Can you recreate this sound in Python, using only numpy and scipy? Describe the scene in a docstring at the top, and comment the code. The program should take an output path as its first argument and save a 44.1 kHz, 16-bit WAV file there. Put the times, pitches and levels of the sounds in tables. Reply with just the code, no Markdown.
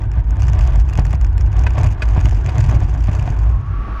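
"""A wooden glider's skid scrapes and bumps over a grass field under tow, heard from a microphone on the wing.
The ground shakes the wing in a few deep modes and jolts the fuselage; close by, loose fittings chatter,
struts rattle and a metal joint clanks. As the glider lifts the scrape dies away, leaving the wind
on the microphone and the rising whistle of the bracing wires."""
import sys
import numpy as np
from scipy import signal
from scipy.fft import rfft, irfft
from scipy.io import wavfile

SR = 44100
rng = np.random.default_rng(int(sys.argv[2]) if len(sys.argv) > 2 else 0)


def digitize_waveform(pressure):
    """Quantize a signal to 16-bit integers and store it at the path in sys.argv[1].

    Rows of a 2-D input are taken as channels; values are limited to [-1, 1].
    """
    field = np.atleast_2d(pressure).T
    bounded = np.clip(field, -1, 1)
    quanta = np.round(bounded * 32767).astype(np.int16)
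    wavfile.write(sys.argv[1], SR, quanta)


N = 176400
TIME = np.arange(N) / SR
LIFT_S, LIFT_DB_PER_S = 3.47, 37  # the skid leaves the ground; how fast its scrape and the rattle fade


def amp(db):
    """Decibels to gain."""
    return 10 ** (np.asarray(db) / 20)


def unit(x):
    """Scales to an rms of one."""
    return x / np.sqrt(np.mean(abs(x) ** 2) + 1e-20)


def curve(rows, column=1):
    """One column of a time table, at every sample."""
    rows = np.array(rows)
    return np.interp(TIME, rows[:, 0], rows[:, column])


def add(mix, start_s, sound):
    """Mixes a sound in at a time."""
    part = mix[max(0, round(start_s * SR)):][:len(sound)]
    part += sound[:len(part)]


def colour(x, spectrum, peaks=(), size=8192):
    """Causal filter of unit energy from a spectrum and its resonances."""
    hz = np.fft.rfftfreq(size, 1 / SR)
    points_hz, points_db = np.transpose(spectrum)
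    shape_db = np.interp(np.log(hz + 1), np.log(points_hz + 1), points_db)
    shape_db += sum(db / (1 + (2 * (hz - centre) / width) ** 2) for centre, width, db in peaks)
    cepstrum = irfft(np.log(amp(shape_db)))
    cepstrum[1:size // 2] *= 2  # folded for minimum phase
    cepstrum[size // 2 + 1:] = 0
    response = irfft(np.exp(rfft(cepstrum)))[:size // 2]
    return signal.oaconvolve(x, response / np.linalg.norm(response))[:len(x)]


def drift(rate_hz):
    """Complex random wander, with little above the rate."""
    noise = rng.standard_normal(N) + 1j * rng.standard_normal(N)
    return unit(np.fft.ifft(np.fft.fft(noise) / (1 + (np.fft.fftfreq(N, 1 / SR) / rate_hz) ** 4)))


def swing(hz, width_hz, steady):
    """A randomly driven resonance whose swing is evened out by `steady`, from 0 to 1."""
    envelope = drift(width_hz * 0.75)
    envelope /= (abs(envelope) ** 2 + 0.16) ** (steady / 2)
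    carrier = np.exp(2j * np.pi * np.cumsum(hz * np.ones(N)) / SR)
    return unit((envelope * carrier).real)


def ring(modes, t):
    """Decaying modes of a struck part."""
    return sum(amp(db - 60 * t / t60) * np.sin(2 * np.pi * (hz * t + rng.random()))
               for hz, db, t60 in modes)


def burst(t, decay_s, rise=1):
    """A dying scuff of noise with unit energy."""
    scuff = rng.choice([-1, 1], len(t)) * rise * np.exp(-t / decay_s)
    return scuff / np.linalg.norm(scuff)


# wind right at the microphone: t/s, level/dB
WIND_LEVEL = [(0, -35), (1.5, -31), (3.3, -29), (4, -34)]
# its spectrum: f/Hz, relative level/dB
WIND_SPECTRUM = [(10, 6.5), (27, 22.5), (40, 20), (100, 9.5), (190, 7), (330, 4), (500, -6.5), (900, -3.5),
                 (1300, -13), (1600, -16.5), (2700, -22.5), (3500, -30.5), (6000, -51.5), (8000, -57),
                 (15000, -64)]

def wind(gust_db=4.5, gust_hz=8):
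    """Air buffets the microphone in gusts, out in the open on the wing."""
    level_db = curve(WIND_LEVEL) + gust_db * drift(gust_hz).real
    return amp(level_db) * unit(colour(rng.standard_normal(N), WIND_SPECTRUM))


# airflow over the wing: t/s, level/dB
RUSH_LEVEL = [(0, -59), (2.5, -54), (3.5, -53), (3.75, -44), (4, -39.5)]
# its spectrum: f/Hz, relative level/dB
RUSH_SPECTRUM = [(200, -4.5), (600, 2), (1300, 3.5), (1600, 5.5), (2100, -2.5), (2750, -5.5), (3100, -12),
                 (4200, -17.5), (6200, -22.5), (7200, -34.5), (10000, -35.5), (15000, -44)]

def rush():
    """Air hisses past the wing around the microphone, louder with speed."""
    return amp(curve(RUSH_LEVEL)) * unit(colour(rng.standard_normal(N), RUSH_SPECTRUM))


# whistle of the wires: t/s, f/Hz, level/dB
WHISTLE = [(2.9, 985, -66), (3.49, 1061, -41.5), (3.59, 1098, -44), (3.68, 1130, -40.5), (3.8, 1150, -36.5),
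           (3.88, 1128, -35.5), (4, 1150, -32.5)]
# its tones: pitch ratio, width/Hz, relative level/dB
WHISTLE_TONES = [(1, 48.6, -2), (1.13, 160, -7)]

def wires(steady=0.17):
    """The bracing wires, a little way along the wing, whistle higher and louder with airspeed."""
    pitch_hz = curve(WHISTLE)
    tones = sum(amp(db) * swing(ratio * pitch_hz, width, steady) for ratio, width, db in WHISTLE_TONES)
    return amp(curve(WHISTLE, column=2)) * tones


# crunching grass: t/s, level/dB
CRUNCH_LEVEL = [(.42, -74), (.6, -43.5), (.85, -60), (.99, -59), (1.06, -67), (1.48, -74), (1.82, -55),
                (1.98, -77), (2.17, -64), (2.3, -43), (2.39, -58.5), (2.6, -43), (2.78, -52), (3.05, -46.5),
                (3.3, -55), (3.5, -65), (4, -92)]
# bright spectrum of stalks and fittings alike: f/Hz, relative level/dB
CRACKLE_SPECTRUM = [(200, -32.5), (900, 4.5), (1800, 8), (2700, 8), (3900, -9), (4800, 2), (5450, -3),
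                    (6300, 1.5), (7300, -2.5), (8600, -16), (10700, -15.5), (11400, -21), (12500, -19.5),
                    (13500, -19), (14300, -26), (16000, -39)]

def grass(cracks_per_s=2800, clump_db=23, clump_hz=109):
    """Down at ground level, stalks crunch under the skid in short clumps."""
    cracks = rng.standard_normal(N) * (rng.random(N) < cracks_per_s / SR)
    clumps = amp(clump_db * np.tanh(2.1 * drift(clump_hz).real))
    return amp(curve(CRUNCH_LEVEL)) * unit(colour(cracks * clumps, CRACKLE_SPECTRUM))


# modes of the wooden struts: f/Hz, relative level/dB, t60/s
STRUT_MODES = [(919, 2, 0.064), (1504, 3, 0.058), (1675, 1.5, .045)]

def struts(level_db=-48, follow=0.57, taps_per_s=140, vary_db=4, detune=0.037, rise_s=0.0008):
    """Nearby struts tap in their sockets, each tap its own colour, harder as the skid digs in."""
    taps, t = np.zeros(N), np.arange(SR // 10) / SR
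    scrape_db = curve(SCRAPE_LEVEL)
    push_db = follow * (scrape_db - scrape_db.mean()) - lift_loss_db()
    for at in np.flatnonzero(rng.random(N) < taps_per_s / SR):
        modes = [(hz * (1 + detune * rng.standard_normal()), db + vary_db * rng.uniform(-1, 1), t60)
                 for hz, db, t60 in STRUT_MODES]
        add(taps, at / SR, amp(push_db[at]) * (1 - np.exp(-t / rise_s)) * ring(modes, t))
    return amp(level_db) * unit(taps)


# knocks of a metal joint: t/s, relative level/dB, pitch ratio, tilt of the ring/(dB per octave)
JOINT_KNOCKS = [(.924, -42, 1.1, 2), (1.663, -25, 1.02, -1.5), (2.018, -23.5, .995, 1.5),
                (2.487, -33, 1, 4)]
# its modes: f/Hz, relative level/dB, t60/s
JOINT_MODES = [(942, -1.5, .05), (1510, 0.5, 0.044), (1680, 1, 0.04), (1985, -6, .04), (2500, 3, 0.036),
               (3800, -11, 0.024), (4760, -8, 0.023)]
# spectrum of its grinding, also of knocks on the wood: f/Hz, relative level/dB
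GRIND_SPECTRUM = [(200, -1.5), (900, -5), (2600, -5), (3500, -15), (7000, -24), (12000, -45)]

def clanks(gain_db=-13, grind_db=-1, grind_s=0.0072, rise_s=0.0044):
    """A joint close by grinds briefly and rings in its modes, duller or brighter with each knock."""
    out, t = np.zeros(N), np.arange(SR // 5) / SR
    rise = 1 - np.exp(-(t / rise_s) ** 2)
    for start, db, pitch, tilt_db in JOINT_KNOCKS:
        modes = [(hz * pitch, mode_db + tilt_db * np.log2(hz), t60) for hz, mode_db, t60 in JOINT_MODES]
        ringing = unit(rise * ring(modes, t))
        grinding = unit(rise * colour(burst(t, grind_s), GRIND_SPECTRUM))
        add(out, start, amp(db + gain_db) * (ringing + amp(grind_db) * grinding))
    return out


def contact(decay_s=0.0012, spread=0.58, tilt_db=0.75, size=1024):
    """A loose part scuffs for a millisecond or two, each time with its own length and brightness."""
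    length, brightness = np.clip(rng.standard_normal(2), -2, 2)
    age = np.arange(size) / SR / (decay_s * np.exp(spread * length))
    scuff = rng.choice([-1, 1], size) * np.sqrt(age) * np.exp(-age)
    octaves = np.log2(np.clip(np.fft.rfftfreq(size * 2, 1 / SR), 2000, None) / 6000)
    scuff = irfft(rfft(scuff, size * 2) * amp(tilt_db * brightness * octaves))[:size]
    return scuff / np.linalg.norm(scuff)


def throw(shake, db_per_rms=6.5, limit_rms=2.44, waver_db=-0.5, waver_hz=6.1):
    """The chatter's gain rises with the airframe's acceleration, up to a limit, and wavers slightly."""
    motion = signal.sosfiltfilt(signal.butter(2, 200, fs=SR, output="sos"), shake)
    acceleration = unit(np.gradient(np.gradient(motion)))
    waver = np.tanh(2 * drift(waver_hz).real)
    return amp(db_per_rms * np.minimum(abs(acceleration), limit_rms) + waver_db * waver)


# chatter of loose fittings: t/s, level/dB
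CHATTER_LEVEL = [(0, -56), (.5, -44.5), (.72, -45), (.84, -50), (.95, -46), (1.3, -55), (1.48, -49.5),
                 (1.6, -47.5), (1.93, -45), (1.98, -51.5), (2.18, -43.5), (2.39, -48), (2.6, -49.5),
                 (2.78, -55), (3.17, -47.5), (3.42, -51), (3.53, -59), (4, -67)]
# single snaps of a fitting: t/s, relative level/dB
FITTING_SNAPS = [(0.019, -35.5), (0.1161, -32), (0.307, -28), (0.421, -23.5), (0.469, -31), (0.4823, -25.5),
                 (0.492, -36), (0.533, -24), (0.5921, -26), (0.609, -25.5), (0.6749, -26.5), (0.7578, -27),
                 (0.799, -28.5), (0.897, -29.5), (0.9333, -28), (0.954, -26.5), (0.9752, -22),
                 (0.9949, -23.5), (1.054, -25.5), (1.067, -28), (1.1078, -27.5), (1.13, -26.5),
                 (1.2126, -27.5), (1.2464, -26.5), (1.2673, -36), (1.3795, -25), (1.41, -27.5),
                 (1.706, -29.5), (1.7896, -25.5), (1.833, -22.5), (1.872, -27.5), (1.914, -35),
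                 (2.088, -27), (2.211, -26.5), (2.2569, -28), (2.582, -22), (2.593, -39), (2.606, -25.5),
                 (2.6968, -29), (2.7557, -32), (2.804, -31), (3.15, -27.5), (3.272, -41), (3.347, -42),
                 (3.39, -32)]

def fittings(shake, start_per_s=45, growth_per_s2=45, spread_db=4.5, snap_db=14, knock_db=-6, tail_db=-13):
    """Fittings around the microphone chatter ever faster; now and then one snaps and knocks the wood."""
    chatter, snaps, t = np.zeros(N), np.zeros(N), np.arange(SR // 20) / SR
    contacts_per_s = start_per_s + growth_per_s2 * TIME
    for at in np.flatnonzero(rng.random(N) < contacts_per_s / SR):
        add(chatter, at / SR, amp(spread_db * min(rng.exponential(), 2.5)) * contact())
    for start, db in FITTING_SNAPS:
        add(snaps, start, amp(db + snap_db) * burst(t, decay_s=0.0008, rise=np.sqrt(t)))
    hits = unit(chatter * throw(shake)) * amp(curve(CHATTER_LEVEL)) + snaps
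    knocks = signal.oaconvolve(snaps, burst(t, decay_s=0.006))[:N]
    wood = colour(knocks, GRIND_SPECTRUM, FRAME_RESONANCES)
    tail = signal.oaconvolve(hits, burst(t, decay_s=0.0035))[:N]  # the structure rings on
    return colour(hits + amp(tail_db) * tail, CRACKLE_SPECTRUM) + amp(knock_db) * wood


# jolts of the fuselage: t/s, relative level/dB
JOLTS = [(0.173, -15), (0.461, -17), (.775, -18.5), (0.986, -12.5), (1.138, -15.5), (1.604, -16),
         (1.821, -18.5), (2.175, -10), (2.247, -15), (2.329, -11), (2.474, -19.5), (2.685, -12.5),
         (2.752, -8), (2.83, -17.5), (3.088, -12), (3.189, -15.5), (3.271, -10), (3.301, -13.5)]
# its modes: f/Hz, relative level/dB, t60/s
FUSELAGE_MODES = [(87.7, 7.5, 0.087), (124.6, 2, 0.082), (157, -8.5, 0.034), (241, -19, .06),
                  (325, -20.5, 0.057), (466, -18, 0.027)]

def thuds(rise_s=0.0024):
    """Jolts knock the wooden fuselage, inboard of the microphone."""
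    out, t = np.zeros(N), np.arange(SR // 5) / SR
    rise = 1 - np.exp(-(t / rise_s) ** 2)
    for start, db in JOLTS:
        add(out, start, amp(db) * rise * ring(FUSELAGE_MODES, t))
    return out


# sway in the wing's lowest mode: t/s, level/dB
SWAY_LEVEL = [(0.0, -24.5), (0.2, -12.5), (0.82, -11), (0.91, -16), (1.48, -11.5), (1.51, -28.5),
              (1.6, -8.5), (1.84, -15), (1.88, -11.5), (1.96, -29.5), (2.03, -10.5), (2.64, -18.5),
              (3.11, -13.5), (3.17, -19.5), (3.55, -11), (3.62, -30.5), (3.8, -16.5), (3.86, -23.5)]
# shudder in its higher modes: t/s, level/dB
SHUDDER_LEVEL = [(0.0, -23.5), (0.2, -23), (0.24, -28.5), (0.46, -14), (0.95, -24.5), (0.99, -13.5),
                 (1.05, -20.5), (1.15, -16.5), (1.21, -26), (1.41, -18), (1.5, -20.5), (1.76, -19.5),
                 (1.83, -9.5), (1.97, -26), (2.27, -16.5), (2.41, -24.5), (2.48, -13.5), (2.53, -31.5),
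                 (2.58, -10.5), (2.91, -21.5), (3.29, -19), (3.34, -30.5), (3.39, -20.5), (3.71, -21.5),
                 (4.0, -38.5)]
# those higher modes: f/Hz, width/Hz, relative level/dB
WING_MODES = [(95, 16.7, -1), (122.6, 28.3, -7)]

def wing(sway_hz=54.5, sway_width_hz=14.6, steady=0.44):
    """The ground shakes the wing in its deep modes, directly under the microphone."""
    sway = amp(curve(SWAY_LEVEL)) * swing(sway_hz, sway_width_hz, steady)
    shudder = sum(amp(db) * swing(hz, width, steady) for hz, width, db in WING_MODES)
    return sway + amp(curve(SHUDDER_LEVEL)) * shudder


def lift_loss_db():
    """The level lost as the skid lifts off the field."""
    return LIFT_DB_PER_S * np.maximum(TIME - LIFT_S, 0)


def grains(per_s=2400, spread_db=2):
    """Dense tiny impacts of stalks and soil."""
    size = amp(spread_db * np.minimum(rng.exponential(1, N), 4))
    return unit(size * rng.standard_normal(N) * (rng.random(N) < per_s / SR))


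# scrape of the skid, before the lift fades it: t/s, level/dB
SCRAPE_LEVEL = [(0, -31), (.09, -51), (.17, -32), (.24, -55.5), (.33, -38), (.46, -42), (.57, -32.5),
                (.75, -31.5), (.83, -45.5), (.95, -40.5), (1.03, -44), (1.34, -45.5), (1.47, -43),
                (1.58, -32), (1.72, -40), (1.85, -26.5), (1.92, -45.5), (2.02, -34.5), (2.2, -34.5),
                (2.39, -50.5), (2.48, -28), (2.53, -38.5), (2.6, -34.5), (2.73, -29), (2.79, -43.5),
                (2.95, -36.5), (3.02, -47.5), (3.15, -34), (3.36, -39), (3.55, -41)]
# hummocks in its path: t/s, length/s, relative level/dB
HUMMOCKS = [(0.973, 0.027, -23), (0.985, 0.035, -29), (1.125, 0.015, -24.5), (1.759, 0.045, -25),
            (1.81, 0.06, -32), (2.15, 0.043, -25), (2.253, 0.022, -27.5), (2.319, 0.02, -31),
            (2.53, 0.07, -27.5), (2.741, 0.021, -30.5), (2.806, 0.028, -31), (3.076, 0.019, -25),
            (3.23, 0.018, -34.5), (3.271, 0.015, -24.5)]
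# spectrum of the scrape: f/Hz, relative level/dB
SCRAPE_SPECTRUM = [(60, -18.5), (150, 13), (220, -0.5), (320, 3.5), (490, -5.5), (620, -2), (1000, -3),
                   (1330, -14.5), (1700, -10.5), (2200, -13.5), (2750, -21.5), (3300, -19.5), (4200, -29),
                   (7000, -38.5), (15000, -74.5)]
# resonances of the frame: f/Hz, width/Hz, gain/dB
FRAME_RESONANCES = [(616, 60, 5.5), (731, 84, 7.5), (799, 14, -7), (924, 17, 5), (1164, 130, 8),
                    (1553, 40, 0), (2482, 89, 7.5)]

def skid(bump_db=1, tuft_db=2, tufts_hz=25):
    """The skid's scrape reaches the microphone through the frame, surging on tufts and hummocks."""
    push = amp(curve(SCRAPE_LEVEL) + tuft_db * drift(tufts_hz).real - lift_loss_db())
    for start, length, db in HUMMOCKS:
        age = np.maximum(TIME - start, 0) / (length / 2)  # the bump peaks at 1
        push = np.maximum(push, amp(db + bump_db) * age * np.exp((1 - age ** 2) / 2))
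    return colour(push * grains(), SCRAPE_SPECTRUM, FRAME_RESONANCES)


def scene():
    """Everything that reaches the one microphone on the wing."""
    shake = wing() + thuds()
    mix = shake + skid() + struts() + grass() + wind() + rush() + wires() + clanks() + fittings(shake)
    return mix[None]


def record(dry, edge_hz=15200):
    """The recorder's band limit."""
    lowpass = signal.firwin(511, edge_hz, window=("kaiser", 9), fs=SR)
    return signal.oaconvolve(dry, lowpass[None], "same")


dry = scene()
out = record(dry)
digitize_waveform(out)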